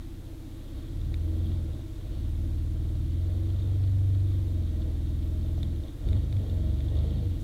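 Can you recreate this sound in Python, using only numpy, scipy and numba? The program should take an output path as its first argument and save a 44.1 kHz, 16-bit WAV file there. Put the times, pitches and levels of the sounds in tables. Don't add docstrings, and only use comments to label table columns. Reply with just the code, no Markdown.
import sys
import numpy as np
from scipy import signal
from scipy.fft import rfft, irfft
from scipy.io import wavfile
from scipy.ndimage import uniform_filter1d
from numba import njit

SR = 44100
rng = np.random.default_rng(int(sys.argv[2]) if len(sys.argv) > 2 else 0)


def master_out(mix):
    frames = np.transpose(np.atleast_2d(mix))
    ceiling = np.clip(frames, -1, 1)
    pcm = np.round(ceiling * 32767).astype(np.int16)
    wavfile.write(sys.argv[1], SR, pcm)


N = 327663

SPREAD_TURNS = [.027, -.123, 0, .87]
SECOND_FIRING = .4


def undb(db):
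    return 10 ** (np.asarray(db) / 20)


def level(x, db):
    return x * undb(db) / np.sqrt(np.mean(x ** 2))


def noise():
    return rng.standard_normal(N)


def walk(rate):
    hold = int(SR / rate)
    steps = np.repeat(rng.standard_normal(N // hold + 1), hold)
    return 1.222 * uniform_filter1d(uniform_filter1d(steps, hold), hold)[:N]


def swells(rows):
    t = np.arange(N) / SR
    return sum(db * np.exp(-((t - s) / length) ** 2) for s, length, db in rows)


@njit
def svf(x, hz, width):
    y, band, low = np.empty(len(x)), 0., 0.
    g, k = np.tan(np.pi * hz / SR), width / hz
    for i in range(len(x)):
        v = (band + g * (x[i] - low)) / (1 + g * (g + k))
        band = 2 * v - band
        low = low + 2 * g * v
        y[i] = k * v
    return y


def ring(x, modes, skirt=2.12):
    out = 0
    for k, (hz, width, db) in enumerate(modes):
        narrow = svf(x, 1. * hz, 1. 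* width)
        out = out + (-1) ** k * undb(db) * svf(narrow, 1. * hz, skirt * width)
    return out


def speed():
    # (time [s], four-stroke cycle it heads for [Hz], lag [s])
    throttle = [(0.0, 15.0, 0.32), (0.51, 18.3, 0.5), (0.85, 24.3, 0.52), (1.11, 21.6, 0.11),
                (1.58, 9.1, 0.49), (1.96, 21.4, 0.37), (2.36, 19.7, 0.34), (3.01, 24.1, 0.31),
                (4.12, 23.1, 0.5), (4.42, 19.1, 0.3), (4.9, 21.5, 0.72), (5.71, 14.2, 0.2),
                (6.01, 31.1, 0.2), (6.26, 21.5, 0.15), (6.57, 24.8, 0.3), (6.89, 27.9, 0.24),
                (7.14, 23.7, 0.2), (7.25, 8.9, 0.29)]
    start_hz, flywheel_s = 15.35, .04
    t, hz = np.arange(N) / SR, np.full(N, start_hz)
    for s, goal_hz, lag_s in throttle:
        i = int(s * SR)
        hz[i:] = goal_hz + (hz[i] - goal_hz) * np.exp(-(t[i:] - s) / lag_s)
    return uniform_filter1d(hz, int(flywheel_s * SR))


def order_levels(hz, effort_db, jolt_db, bite):
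    # (cycle rate [Hz], crank order [dB], third order [dB], fourth order [dB])
    by_speed = [(14.7, -41.5, -46, -60), (16, -40, -45, -48.5), (17.6, -38, -46, -39.5),
                (18.55, -33.5, -42.5, -32), (20.37, -35, -36.5, -31.5), (21.7, -36.5, -36.5, -28),
                (23.33, -37, -35, -29), (24.05, -37, -36, -23), (25, -38, -32.5, -32.5),
                (26.2, -34, -36.5, -39.5)]
    effort_share = [0.63, 1.0, 0.11]
    # (time [s], length [s], change [dB])
    stumbles = [
        (.4, 0.28, 6),
        (.92, 0.092, -14),
        (2.09, 0.038, -6.5),
        (6.05, 0.036, -6),
        (6.47, 0.036, -6),
        (6.65, 0.063, -4.5),
        (6.81, 0.033, -18),
        (6.89, 0.045, -6),
        (7.03, .04, -2),
        (7.39, 0.036, -13),
    ]
    at_hz, *laws = np.transpose(by_speed)
    order_db = [np.interp(hz, at_hz, law) + share * effort_db for law, share in zip(laws, effort_share)]
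    order_db[-1] = order_db[-1] + swells(stumbles)
    waver_db = 6 * (1 - bite) + 0.26 * jolt_db
    order_db[1:] = [db + waver_db * walk(20) for db in order_db[1:]]
    return order_db


def layer_levels(effort_db, jolt_db, bite):
    # (idle [dB], driving [dB], share of effort [dB/dB], share of jolts [dB/dB])
    layers = [
        (-48, -40.5, .4, 0.2),
        (-59.5, -52.5, 0.13, 1),
        (-48.5, -45, 0.09, 0.23),
        (-59, -56.5, 0.081, 0.76),
        (-65.5, -64.5, 0.22, 0.71),
    ]
    flicker_db = [1.7, 2.5, 0.66, 1.7, 0.87]
    # (time [s], length [s], change [dB])
    barks = [
        (.35, 0.17, -2),
        (.72, 0.053, 2.5),
        (1.1, .08, 1),
        (1.33, 0.11, -4),
        (1.88, 0.082, 3),
        (3.05, 0.12, 4),
        (3.33, 0.11, -4),
        (5.95, 0.053, 4.5),
        (6.15, .1, -2),
        (7.18, 0.047, 4),
    ]
    layer_db = []
    for (idle, drive, pull, shake), flicker in zip(layers, flicker_db):
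        moves_db = pull * effort_db + shake * jolt_db + flicker * walk(8)
        layer_db.append(idle + (drive - idle) * bite + moves_db)
    layer_db[0] = layer_db[0] + swells(barks)
    return layer_db


def order_tone(turns, order, spread_turns):
    return np.sqrt(2) * np.cos(2 * np.pi * (order * turns + np.polyval(spread_turns, order)))


def boom(turns, order_db):
    all_db = [order_db[1] - 20, *order_db]
    return sum(undb(db) * order_tone(turns, k, SPREAD_TURNS) for k, db in enumerate(all_db, start=1))


def stack(turns, hz, first, last, spectrum, spread_turns, sway_db):
    at_hz, gain_db = np.transpose(spectrum)
    out = 0
    for k in range(first, last):
        order_db = np.interp(np.log(k * hz), np.log(at_hz), gain_db) + sway_db * walk(5)
        out = out + undb(order_db) * order_tone(turns, k, spread_turns)
    return out


def firings(turns, scatter_db, late_s):
    out = np.zeros(N)
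    for place, db in ((0, 0), (SECOND_FIRING, -5)):
        at = np.flatnonzero(np.diff(np.floor(turns - place)))
        chance = rng.standard_normal((400, 2))[:len(at)]
        late = (late_s * SR * chance[:, 0]).astype(int)
        out[np.clip(at + late, 0, N - 1)] = undb(db + scatter_db * chance[:, 1])
    return out


def gas_puffs(turns):
    first = np.exp(-(turns % 1) / .25)
    second = .6 * np.exp(-((turns - SECOND_FIRING) % 1) / .25)
    return .7 + first + second


def exhaust_pipe(turns, hz):
    # (frequency [Hz], gain [dB])
    pipe = [(70, -5), (92, 5.5), (99, 1.5), (106, -14), (118, 0), (127, -2), (138, -8), (150, -10.5),
            (158, -7), (172, -23), (200, -24.5)]
    note = stack(turns, hz, 5, 12, pipe, SPREAD_TURNS, 1.2)
    roar = level(ring(noise(), [(60, 70, -4), (110, 50, 0), (170, 60, -3)]), -6)
    return note + roar


def air_box(turns, puff):
    drive = level(firings(turns, .8, .0001), 0) + level(puff * noise(), -3)
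    return level(ring(drive, [(223.8, 17.3, 5.5), (200.4, 24, -5.5)]), -0.62)


def bodywork(turns, hz, puff):
    # (frequency [Hz], gain [dB])
    body = [(200, -15.5), (240, -16), (262, -9.5), (285, -3.5), (303, -11.5), (323, -1.5), (343, -8.5),
            (362, -22.5), (400, -33)]
    panels = stack(turns, hz, 10, 24, body, [.07, .3, 0], 2.5)
    rattle = level(ring(puff * noise(), [(270, 50, -6), (324, 16, 0)]), -7)
    return undb(-4) * panels + rattle


def chassis(turns, puff):
    # (frequency [Hz], width [Hz], gain [dB])
    modes = [(407, 78, -2.5), (461.7, 12.1, 1), (510, 73, -3), (622.4, 16.6, -2), (657, 43, -9),
             (768, 55, -20.5), (862, 18, -13.5), (1038, 38, -20.5)]
    knocks = level(ring(firings(turns, 1.5, .0002), modes), -5)
    rumble = level(ring(puff * noise(), modes), -2)
    return knocks + rumble


def engine(hz, order_db, pipe_db, box_db, body_db, chassis_db):
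    turns = np.cumsum(hz * (1 + .003 * walk(12))) / SR
    puff = gas_puffs(turns)
    out = boom(turns, order_db)
    out += undb(pipe_db) * exhaust_pipe(turns, hz)
    out += undb(box_db) * air_box(turns, puff)
    out += undb(body_db) * bodywork(turns, hz, puff)
    out += undb(chassis_db) * chassis(turns, puff)
    return out


def belt():
    # (time [s], length [s], peak [dB], pitch [Hz], glide [Hz/s])
    sings = [
        (6.55, .1, -53, 451, -20),
        (6.78, .04, -53, 463, 0),
        (7.071, .06, -47, 463, -20),
        (7.24, .05, -47, 475, 150),
    ]
    t, out = np.arange(N) / SR, np.zeros(N)
    for s, length, db, hz, glide in sings:
        since = t - s
        whistle = np.sin(2 * np.pi * (hz * since + glide * since ** 2 / 2))
        out += undb(db) * np.exp(-(since / length) ** 2) * whistle
    return undb(1.5 * walk(25)) * out


def buzz(buzz_db):
    # (frequency [Hz], width [Hz], gain [dB])
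    shell = [(1132, 156, -5), (1392, 95, -6), (1882, 30, -1.5), (2210, 400, -10), (2853, 38, -3.5),
             (3253, 290, -1.5), (3632, 170, 0), (3950, 540, -7.5), (4483, 92, -4)]
    strength = rng.exponential(size=N // 64 + 1).repeat(64)[:N]
    grains = noise() * undb(2.14 * uniform_filter1d(strength, size=32))
    return undb(buzz_db + 0.44 * walk(12)) * level(ring(grains, shell, skirt=2.3), 0)


def ticks():
    # (time [s], peak [dB], pitch [Hz], low knock [dB])
    shell_ticks = [(0.8839, -48, 3320, -19), (1.015, -42, 3610, -19), (1.1422, -35.5, 3720, 2.5),
                   (1.7342, -47, 3620, -16), (3.1103, -55, 3050, -17), (5.43, -48, 3656, -12),
                   (5.631, -31, 3620, -9), (5.837, -45, 3640, -19), (5.883, -43.5, 3500, -17),
                   (6.088, -38, 3660, -4), (6.1307, -37, 3650, -1.5), (6.327, -38, 3660, -2),
                   (6.3684, -43, 3330, 0), (6.4986, -40, 3625, -20), (6.8058, -43, 3495, 2),
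                   (6.8843, -45.5, 3490, -14.5), (6.9686, -41, 3400, -21), (6.989, -39, 3650, -21)]
    out, t = np.zeros(N + 1024), np.arange(1024) / SR
    for s, db, hz, knock_db in shell_ticks:
        tick = np.sin(2 * np.pi * hz * t) * np.exp(-t / .0016) * (1 - np.exp(-t / .00015))
        tick += undb(knock_db + 0.5) * np.sin(2 * np.pi * 2320 * t) * np.exp(-t / 0.00066)
        crack = svf(rng.standard_normal(1024), 7000., 6000.)
        tick += undb(-9) * crack * np.exp(-t / .0008)
        out[int(s * SR):][:1024] += undb(db) * tick
    return out[:N]


def mud_knocks():
    # (time [s], peak [dB], pitch [Hz])
    knocks = [
        (1.793, -39, 590),
        (5.449, -42, 620),
        (5.529, -46, 649),
        (5.579, -39, 650),
        (6.044, -44, 616),
        (6.639, -49, 636),
    ]
    out, t = np.zeros(N + 1024), np.arange(1024) / SR
    for s, db, hz in knocks:
        out[int(s * SR):][:1024] += undb(db) * np.sin(2 * np.pi * hz * t) * np.exp(-t / 0.003)
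    return out[:N]


def wood():
    t = np.arange(N) / SR
    since = t - 5.585
    note = np.exp(-(since / 0.018) ** 2) * np.sin(2 * np.pi * (6050 * since - 6000 * since ** 2))
    brush = np.exp(-((t - 7.415) / 0.023) ** 2) * level(svf(noise(), 7100.0, 6000.), -63)
    return undb(-68) * note + brush


def circuit():
    # (frequency [Hz], density [dB per Hz])
    hiss_curve = [(410, -13), (700, -0.5), (1260, -6), (1530, -4.5), (2140, -7.5), (2600, -7.5),
                  (3290, -10.5), (3990, -6), (4320, -10.5), (12400, -14.5), (15600, -16.5)]
    # (start [s], end [s])
    writes = [
        (.24, .7),
        (1.22, 1.5),
        (2.27, 2.66),
        (3.25, 3.55),
        (4.28, 4.55),
        (5.22, 5.62),
        (6.3, 6.56),
        (7.2, 7.43),
    ]
    at_hz, db = np.transpose(hiss_curve)
    f = np.fft.rfftfreq(N, 1 / SR)
    shape = undb(np.interp(np.log(f + 1), np.log(at_hz), db)) * (f > 300)
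    hiss = level(irfft(rfft(noise()) * shape, N), -60.5)
    t = np.arange(N) / SR
    busy = uniform_filter1d(sum(1. * ((t > start) & (t < end)) for start, end in writes), size=900)
    digital_hash = level(ring(noise(), [(12100, 350, 0), (12600, 350, 0), (10600, 500, -6)]), -76)
    whine = level(ring(noise(), [(11850, 150, 0)]), -85)
    return hiss + busy * digital_hash + whine


def scene():
    # (time [s], effort [dB])
    effort = [(0, 1), (.3, -7), (.7, -1), (1.55, 1.5), (1.68, -7), (2.05, 0.5), (5.66, 1), (5.8, -5),
              (5.98, -5.5), (6.08, 9), (6.25, 5.5), (6.38, -2), (6.5, 1.5), (6.68, 6), (6.85, 3.5),
              (6.97, 7), (7.16, 4), (7.27, 0)]
    # (time [s], length [s], shake [dB])
    jolts = [(.42, 0.088, -3.5), (.79, 0.12, 3), (1.5, 0.17, 4.5), (1.76, 0.075, 4), (2.13, 0.1, 5.5),
             (2.6, .25, -1.5), (3.3, .1, 2), (3.65, .25, 2.5), (4.6, 0.39, 1.5), (5.3, 0.18, 2),
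             (5.46, 0.046, 4), (5.64, 0.082, 4), (5.87, 0.059, 6), (6.11, 0.11, 5.5), (6.65, 0.37, 5.5),
             (7.03, 0.13, 6.5), (7.19, 0.087, 6), (7.35, 0.078, 4.5)]
    hz, jolt_db = speed(), swells(jolts)
    effort_db = np.interp(np.arange(N) / SR, *np.transpose(effort))
    bite = .5 + .5 * np.tanh((hz - 17.67) / 0.66)
    order_db = order_levels(hz, effort_db, jolt_db, bite)
    *engine_db, buzz_db = layer_levels(effort_db, jolt_db, bite)
    hz = hz * (1 + 0.001503 * jolt_db * walk(15))
    machine = engine(hz, order_db, *engine_db) + belt()
    housing = buzz(buzz_db) + ticks() + mud_knocks()
    return (machine + housing + wood() + circuit())[None]


def band_limit(x):
    return signal.sosfilt(signal.butter(12, 15770, fs=SR, output="sos"), x)


def record(dry):
    top_cut = signal.ellip(8, .2, 70, 15750, fs=SR, output="sos")
    mix = signal.sosfilt(top_cut, dry) - .0015
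    return band_limit(mix)


dry = scene()
out = record(dry)
master_out(out)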